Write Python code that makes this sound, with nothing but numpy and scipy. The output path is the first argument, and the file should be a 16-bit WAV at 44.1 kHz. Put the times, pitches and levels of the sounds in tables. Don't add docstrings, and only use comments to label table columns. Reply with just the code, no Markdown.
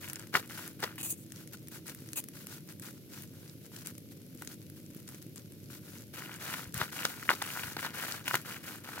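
import sys
import numpy as np
from scipy import signal
from scipy.fft import rfft, irfft
from scipy.io import wavfile
from scipy.ndimage import uniform_filter1d

SR = 44100
rng = np.random.default_rng(int(sys.argv[2]) if len(sys.argv) > 2 else 0)


def unload_wav(signal):
    wavfile.write(
        sys.argv[1],
        SR,
        np.round(np.clip(np.atleast_2d(signal).T, -1, 1) * 32767).astype(np.int16),
    )


N = 396900
TIME = np.arange(N) / SR

# start_s, length_s, squelch_db, grit_db
GRIPS = [(0.0, .11, -54.5, -49.5), (0.136, 0.11, -58.5, -58), (0.321, .08, -49, -49),
         (0.487, 0.19, -53.5, -48), (0.79, .11, -51, -54), (6.128, 0.12, -52, -48.5),
         (6.235, 0.18, -55, -55.5), (6.399, 0.22, -48, -44), (6.735, 0.12, -47.5, -44),
         (6.913, .21, -47, -43.5), (7.14, 0.33, -55, -50.5), (7.419, 0.3, -48.5, -44),
         (7.775, 0.09, -43.5, -45.5), (7.93, 0.23, -44.5, -43), (8.246, 0.13, -47.5, -43.5),
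         (8.444, 0.12, -49, -47), (8.626, .13, -51.5, -47.5), (8.833, 0.45, -49.5, -49.5)]
# start_s, length_s, grit_db
SHOWERS = [(1.334, .11, -56), (1.519, 0.034, -50.5), (1.706, 0.081, -50), (1.851, 0.072, -49),
           (1.923, 0.24, -60.5), (2.327, 0.12, -53.5), (2.475, 0.11, -51), (2.678, 0.051, -54),
           (2.812, 0.098, -50.5), (2.924, 0.06, -63.5), (3.091, 0.16, -53), (3.31, 0.23, -62),
           (3.608, 0.071, -61), (3.711, 0.12, -53.5), (3.84, 0.071, -50.5), (4.105, .025, -56.5),
           (4.373, 0.099, -58), (4.482, 0.065, -52.5), (4.753, 0.046, -60.5), (4.929, 0.094, -62.5),
           (5.06, 0.13, -57.5), (5.207, 0.032, -59.5), (5.359, 0.052, -59.5), (5.69, 0.094, -52.5),
           (5.824, 0.21, -55.5)]
# start_s, level_db, nominal pitch_hz
AIR_POPS = [(0.341, -26.5, 1220), (0.3492, -18, 1290), (0.3528, -5, 1750), (0.3728, -20, 1390),
            (0.5089, -31.5, 1580), (0.8289, -22.5, 1510), (0.8398, -22.5, 1700), (0.9806, -28.5, 1980),
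            (2.886, -37.5, 1600), (4.4225, -31, 1370), (6.2215, -27.5, 1800), (6.5003, -27, 1680),
            (6.54, -26, 1550), (6.815, -14, 1410), (6.8263, -26, 1100), (7.0522, -19, 1270),
            (7.228, -26.5, 1690), (7.2914, -4, 1820), (7.3039, -12, 1270), (7.3146, -15, 1380),
            (7.4223, -22.5, 1400), (7.5729, -23.5, 1470), (7.5945, -26.5, 2570), (7.635, -25, 2720),
            (7.7681, -25.5, 1190), (7.7923, -22, 1840), (7.848, -23, 1310), (7.8623, -25, 1480),
            (8.2793, -17.5, 2460), (8.311, -17, 1490), (8.3424, -11.5, 1340), (8.3533, -12, 1880),
            (8.9787, -28, 1100)]
# start_s, length_s, squelch_db, spray_db
FLESH_SLAPS = [(.338, 0.04, -31, -35.5), (.376, .029, -46, -44), (.824, 0.023, -34.5, -40),
               (.842, 0.02, -42, -43.5), (6.536, 0.0084, -37.5, -40.5), (6.795, 0.045, -38, -43.5),
               (7.050, .0048, -26, -36), (7.293, 0.051, -34, -37), (7.416, 0.011, -35.5, -46),
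               (7.766, 0.0062, -35.5, -42), (7.826, 0.044, -40.5, -43), (8.279, .0088, -44.5, -38),
               (8.330, 0.036, -36.5, -36.5), (8.353, 0.0051, -48, -32)]
# start_s, level_db, brightness_hz
GRAIN_TICKS = [(0.0864, -36, 10600), (0.0985, -29, 7540), (0.1322, -27, 12400), (0.1577, -32, 7000),
               (0.4758, -42, 10800), (0.6772, -31.5, 11300), (1.013, -33, 11500), (1.3208, -34.5, 8100),
               (1.4749, -39, 8400), (1.534, -38, 11100), (1.6838, -37, 11200), (1.8808, -36, 8500),
               (1.8962, -35.5, 6200), (1.948, -35.5, 12200), (2.1324, -30, 8150), (2.2403, -33.5, 12800),
               (2.286, -33, 10200), (2.4696, -32.5, 10200), (2.7972, -36, 11000), (3.86, -35, 8200),
               (3.8715, -28.5, 9900), (3.981, -38.5, 11300), (4.421, -34, 9700), (4.4743, -31.5, 6300),
               (4.6995, -40, 11700), (5.089, -37, 9100), (5.225, -40.5, 9150), (5.3597, -38, 9100),
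               (6.7426, -26.5, 9600), (6.778, -29, 10200), (7.0516, -21, 5900), (7.423, -26, 8700),
               (8.1226, -29, 5370), (8.2798, -28.5, 8500), (8.3529, -31, 9700)]
# start_s, length_s, crunch_db, hollow_body_db
BOWL_SCRAPES = [(.979, 0.019, -45.5, -47.5), (.997, 0.026, -43, -48.5), (1.028, 0.042, -36, -48.5),
                (1.068, .043, -38, -55.5), (1.102, .026, -33.5, -63), (1.125, 0.02, -44, -59),
                (1.17, 0.075, -56, -94), (2.156, .05, -37.5, -48.5), (2.168, 0.023, -40, -50.5)]
# start_s, level_db, pitch_hz
GROUND_THUDS = [(0.345, -37, 254), (6.665, -40, 95), (6.74, -34.5, 150), (6.762, -34, 119),
                (6.809, -32.5, 132), (7.637, -39, 120), (7.669, -43, 120), (8.335, -36.5, 135)]
# nominal pitch_hz, t60_s, level_db
LEAF_MODES = [(342, 0.034, -32.5), (1016, 0.032, -17), (1475, 0.031, -14), (2850, 0.014, -13.5)]

# time_s, firing_rate_hz, hum_db before its waver
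ENGINE_COURSE = [(0, 16.8, -60), (1.4, 16.85, -58), (2.1, 16.7, -60), (2.5, 16.22, -66), (4.3, 16.25, -66),
                 (5.0, 16.6, -63), (5.8, 16.25, -65), (9, 16.3, -66)]
# share_of_cycle (0 to 1), level_db
ENGINE_KNOCKS = [(0, 0), (.31, -7), (.67, -8)]

# frequency_hz, level_db
SQUELCH_SPECTRUM = [(200, -28), (500, -6.5), (800, -7.5), (1000, -11), (1150, -6.5), (1430, 1.5),
                    (1750, -2), (2050, -7.5), (2450, -5), (2720, -10), (2900, -7), (3250, -11), (4600, -12),
                    (9000, -48)]
# frequency_hz, level_db
GRIT_SPECTRUM = [(1000, -6.5), (2500, -2), (4200, 1), (6500, 1.5), (8500, -0.5), (11600, 2.5), (14500, 2),
                 (16000, 0.5)]
# frequency_hz, level_db
SLAP_SPECTRUM = [(40, -34.5), (100, -6.5), (330, -2.5), (550, -5), (900, -4), (1400, -4.5), (2000, -4),
                 (2700, -13), (3800, -6), (5500, -12.5), (10000, -48)]
# frequency_hz, level_db
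CRUNCH_SPECTRUM = [(2000, -27), (5600, -19), (6600, -4), (8600, -3), (11000, -3.5), (14000, -4),
                   (16000, -6.5)]
# frequency_hz, level_db
BOWL_SPECTRUM = [(200, -5), (550, -1), (900, -1), (1400, -2.5), (2100, -4), (2570, 8.5), (3050, 0.5),
                 (4500, -1), (7000, -19)]
# frequency_hz, level_db
CHUG_SPECTRUM = [(50, -39), (110, 12), (160, 12), (330, 3.5), (480, -0.5), (610, -8.5), (720, -25),
                 (900, -37)]
# frequency_hz, level_db
RUMBLE_SPECTRUM = [(20, -38), (40, -35), (62, -44), (95, -1), (145, 1), (230, -3.5), (330, -5.5),
                   (450, -14.5), (580, -18), (720, -37.5), (900, -53), (2000, -56)]
# frequency_hz, level_db
DRAUGHT_SPECTRUM = [(20, -27), (45, -19.5), (100, -1), (170, -7), (400, -13), (700, -25), (2000, -67)]
# frequency_hz, level_db
HISS_SPECTRUM = [(500, -13), (900, -14.5), (1400, -16), (2200, 2.5), (5700, 1), (8400, -11), (11800, 8),
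                 (14800, -1), (16000, -2)]

PORT_LAG = 4
TOP_HZ = 15850
GRIP_ATTACK_S, GRIP_SWELL_DB, GRIP_RELEASE_S = 0.012, 4, 0.041
SHOWER_ATTACK_S, SHOWER_SWELL_DB, SHOWER_RELEASE_S, SHOWER_LEAF_DB = 0.0096, 5.5, 0.0076, -9.5
IDLE_SQUELCH_DB, IDLE_GRIT_DB = -78, -64


def undb(db):
    return 10 ** (np.asarray(db) / 20)


def unit(x):
    return x / np.sqrt(np.mean(x ** 2))


def colour(x, spectrum):
    hz, db = np.transpose(spectrum)
    f = np.maximum(np.fft.rfftfreq(N, 1 / SR), 1)
    gain = undb(np.interp(np.log(f), np.log(hz), db))
    return unit(irfft(rfft(x) * gain, N))


def add(track, start, sound):
    i = max(int(start * SR), 0)
    part = track[..., i:i + sound.shape[-1]]
    part += sound[..., :part.shape[-1]]


def ports(likeness):
    shared = rng.standard_normal(N)
    own = rng.standard_normal((2, N))
    arrivals = np.array([shared, np.roll(shared, PORT_LAG)])
    return np.sqrt(likeness) * arrivals + np.sqrt(1 - likeness) * own


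def crackle(rate, spread_db, decay_s):
    struck = rng.random(N) < rate / SR
    hits = struck * undb(spread_db * np.minimum(rng.exponential(size=N), 4))
    power = signal.lfilter([1], [1, -np.exp(-1 / (decay_s * SR))], hits ** 2) + 1e-9
    average = uniform_filter1d(power, size=2205)
    return np.sqrt(power / (average + 1e-6))


def strokes(rows, edge):
    out = np.zeros((2, N))
    for start, length, *db in rows:
        add(out, start, undb(db)[:, None] * signal.windows.tukey(int(length * SR), edge))
    return out


def rubbing():
    squelch_db, grit_db = handwork()
    peel = crackle(rate=330, spread_db=3.4, decay_s=0.003)
    grind = crackle(rate=970, spread_db=2.5, decay_s=0.0032)
    squelch = colour(ports(likeness=0.66) * peel, SQUELCH_SPECTRUM) * undb(squelch_db)
    dragged = np.hypot(grind, 0.5 * peel)
    grit = colour(ports(likeness=0.05) * dragged, GRIT_SPECTRUM) * undb(grit_db)
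    smacks = scatter(rate=110, level_db=squelch_db + 9, spread_db=3.2, hz=1850, octaves=0.6)
    flake_db = np.minimum(grit_db + 8.5, -48)
    flakes = scatter(rate=42, level_db=flake_db, spread_db=3.8, hz=8500, octaves=0.8)
    return squelch + grit + pops(smacks) + ticks(flakes)


def handwork():
    power = np.zeros((2, N)) + undb([[IDLE_SQUELCH_DB], [IDLE_GRIT_DB]]) ** 2
    for start, length, *db in GRIPS:
        grip = gesture(length, GRIP_ATTACK_S, GRIP_SWELL_DB, GRIP_RELEASE_S)
        add(power, start, (undb(db)[:, None] * grip) ** 2)
    for start, length, db in SHOWERS:
        shower = gesture(length, SHOWER_ATTACK_S, SHOWER_SWELL_DB, SHOWER_RELEASE_S)
        add(power, start, (undb([[db + SHOWER_LEAF_DB], [db]]) * shower) ** 2)
    return 10 * np.log10(power)


def gesture(length, attack_s, swell_db, release_s):
    t = TIME[:int((length + 6 * release_s) * SR)]
    attack = np.minimum(t / attack_s, 1)
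    arch = np.sin(np.pi * np.minimum(t / length, 1))
    release = np.exp(-np.maximum(t - length, 0) / release_s)
    return attack * undb(swell_db * (arch - 0.5)) * release


def scatter(rate, level_db, spread_db, hz, octaves):
    when, size, pitch = rng.random((int(rate * N / SR), 3)).T
    i = (when * N).astype(int)
    event_db = level_db[i] - spread_db * np.log(0.038 + size)
    event_hz = hz * 2 ** (octaves * (2 * pitch - 1))
    return np.transpose([i / SR, event_db, event_hz])


def pops(rows, rise_s=0.00052, glide=0.53, glide_s=0.0005, sag=0.19):
    out, t = np.zeros(N), TIME[:1024]
    swell = (t / rise_s * np.exp(1 - t / rise_s)) ** 4.0
    bend = 1 + glide * np.exp(-t / glide_s) - sag
    detunes = rng.standard_normal((len(rows), len(LEAF_MODES)))
    for (start, db, hz), detune in zip(rows, detunes):
        pop = swell * np.sin(2 * np.pi * np.cumsum(hz * bend) / SR)
        ring = np.zeros(len(t))
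        for (mode_hz, t60, mode_db), d in zip(LEAF_MODES, detune):
            decay = np.exp(-np.log(1000) * t / t60)
            ring += undb(mode_db) * decay * np.sin(2 * np.pi * mode_hz * (1 + 0.018 * d) * t)
        add(out, start, undb(db) * (pop + ring))
    return np.array([out, np.roll(out, PORT_LAG)])


def slaps():
    body = strokes(FLESH_SLAPS, edge=0.22)[0]
    spray = strokes(FLESH_SLAPS, edge=0.32)[1]
    contact = crackle(rate=780, spread_db=4.5, decay_s=0.0019)
    splat = colour(ports(likeness=0.69) * contact, SLAP_SPECTRUM) * body
    return splat + colour(ports(likeness=0.024) * contact, GRIT_SPECTRUM) * spray


def ticks(rows, decay_s=0.0015, rise_s=0.00004, octaves=0.7, knock=0.7, knock_hz=1700):
    out, t = np.zeros((2, N)), TIME[:512]
    f = np.maximum(np.fft.rfftfreq(len(t), 1 / SR), 1)
    shape = (1 - np.exp(-t / rise_s)) * np.exp(-t / decay_s)
    leaf = knock / (1 + (2 * np.log2(f / knock_hz)) ** 2)
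    for start, db, hz in rows:
        band = 1 / (1 + (np.log2(f / hz) / octaves) ** 2)
        noise = rng.standard_normal((2, len(t)))
        burst = unit(irfft(rfft(noise) * (band + leaf)))
        add(out, start, undb(db) * burst * shape / shape.max())
    return out


def scrapes():
    crunch_level, body_level = strokes(BOWL_SCRAPES, edge=0.13)
    grains = crackle(rate=2800, spread_db=0.0, decay_s=0.00078)
    crunch = colour(ports(likeness=0.12) * grains, CRUNCH_SPECTRUM) * crunch_level
    return crunch + colour(ports(likeness=0.89) * grains, BOWL_SPECTRUM) * body_level


def thuds(length_s=0.021):
    out, swell = np.zeros(N), np.hanning(int(length_s * SR))
    for start, db, hz in GROUND_THUDS:
        add(out, start, undb(db) * swell * np.sin(2 * np.pi * hz * TIME[:len(swell)]))
    return out


def surroundings(x, echo_db=-15, t60_s=0.081):
    t = TIME[:2048]
    build_up = 1 - np.exp(-t / 0.0029)
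    tail = rng.standard_normal((2, len(t))) * build_up * np.exp(-np.log(1000) * t / t60_s)
    tail = unit(tail) / np.sqrt(len(t))
    return x + undb(echo_db) * signal.fftconvolve(x, tail, axes=1)[:, :N]


def motor(hum_order=19, chug_db=-57.5):
    s, *columns = np.transpose(ENGINE_COURSE)
    hz, hum_db = (np.interp(TIME, s, c) for c in columns)
    cycles = np.cumsum(hz) / SR
    beats = np.zeros(N)
    for share, db in ENGINE_KNOCKS:
        count = np.floor(cycles - share)
        beats += undb(db) * np.diff(count, prepend=np.floor(cycles[0] - share))
    chug = colour(beats * undb(2 * rng.standard_normal(N)), CHUG_SPECTRUM)
    knots = np.linspace(0, TIME[-1], 40)
    waver_db = 1.2 * np.interp(TIME, knots, rng.standard_normal(len(knots)))
    hum = undb(hum_db + waver_db) * np.cos(2 * np.pi * hum_order * cycles)
    return chug * undb(chug_db) + hum


def outdoors():
    far = colour(rng.standard_normal(N), RUMBLE_SPECTRUM) * undb(-52.5)
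    draught = colour(rng.standard_normal((2, N)), DRAUGHT_SPECTRUM) * undb(-58)
    hiss = colour(ports(likeness=0.067), HISS_SPECTRUM) * undb(-62)
    return far + draught + hiss


def scene(left_db=2.5, leaf_low_hz=110):
    near = surroundings(rubbing() + slaps() + pops(AIR_POPS) + ticks(GRAIN_TICKS) + scrapes())
    thin_leaf = signal.butter(2, leaf_low_hz, "high", fs=SR, output="sos")
    near = signal.sosfilt(thin_leaf, near) + thuds()
    placed = near * undb(np.array([[left_db], [-left_db]]) / 2)
    return placed + motor() + outdoors()


def record(dry, low_hz=48, narrow=0.097, narrow_hz=9500):
    side = dry - dry.mean(axis=0)
    treble = signal.butter(2, narrow_hz, "high", fs=SR, output="sos")
    heard = dry - narrow * signal.sosfiltfilt(treble, side)
    lean = signal.sosfilt(signal.butter(2, low_hz, "high", fs=SR, output="sos"), heard)
    return signal.sosfilt(signal.ellip(10, 0.2, 70, TOP_HZ, fs=SR, output="sos"), lean)


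dry = scene()
out = record(dry)
unload_wav(out)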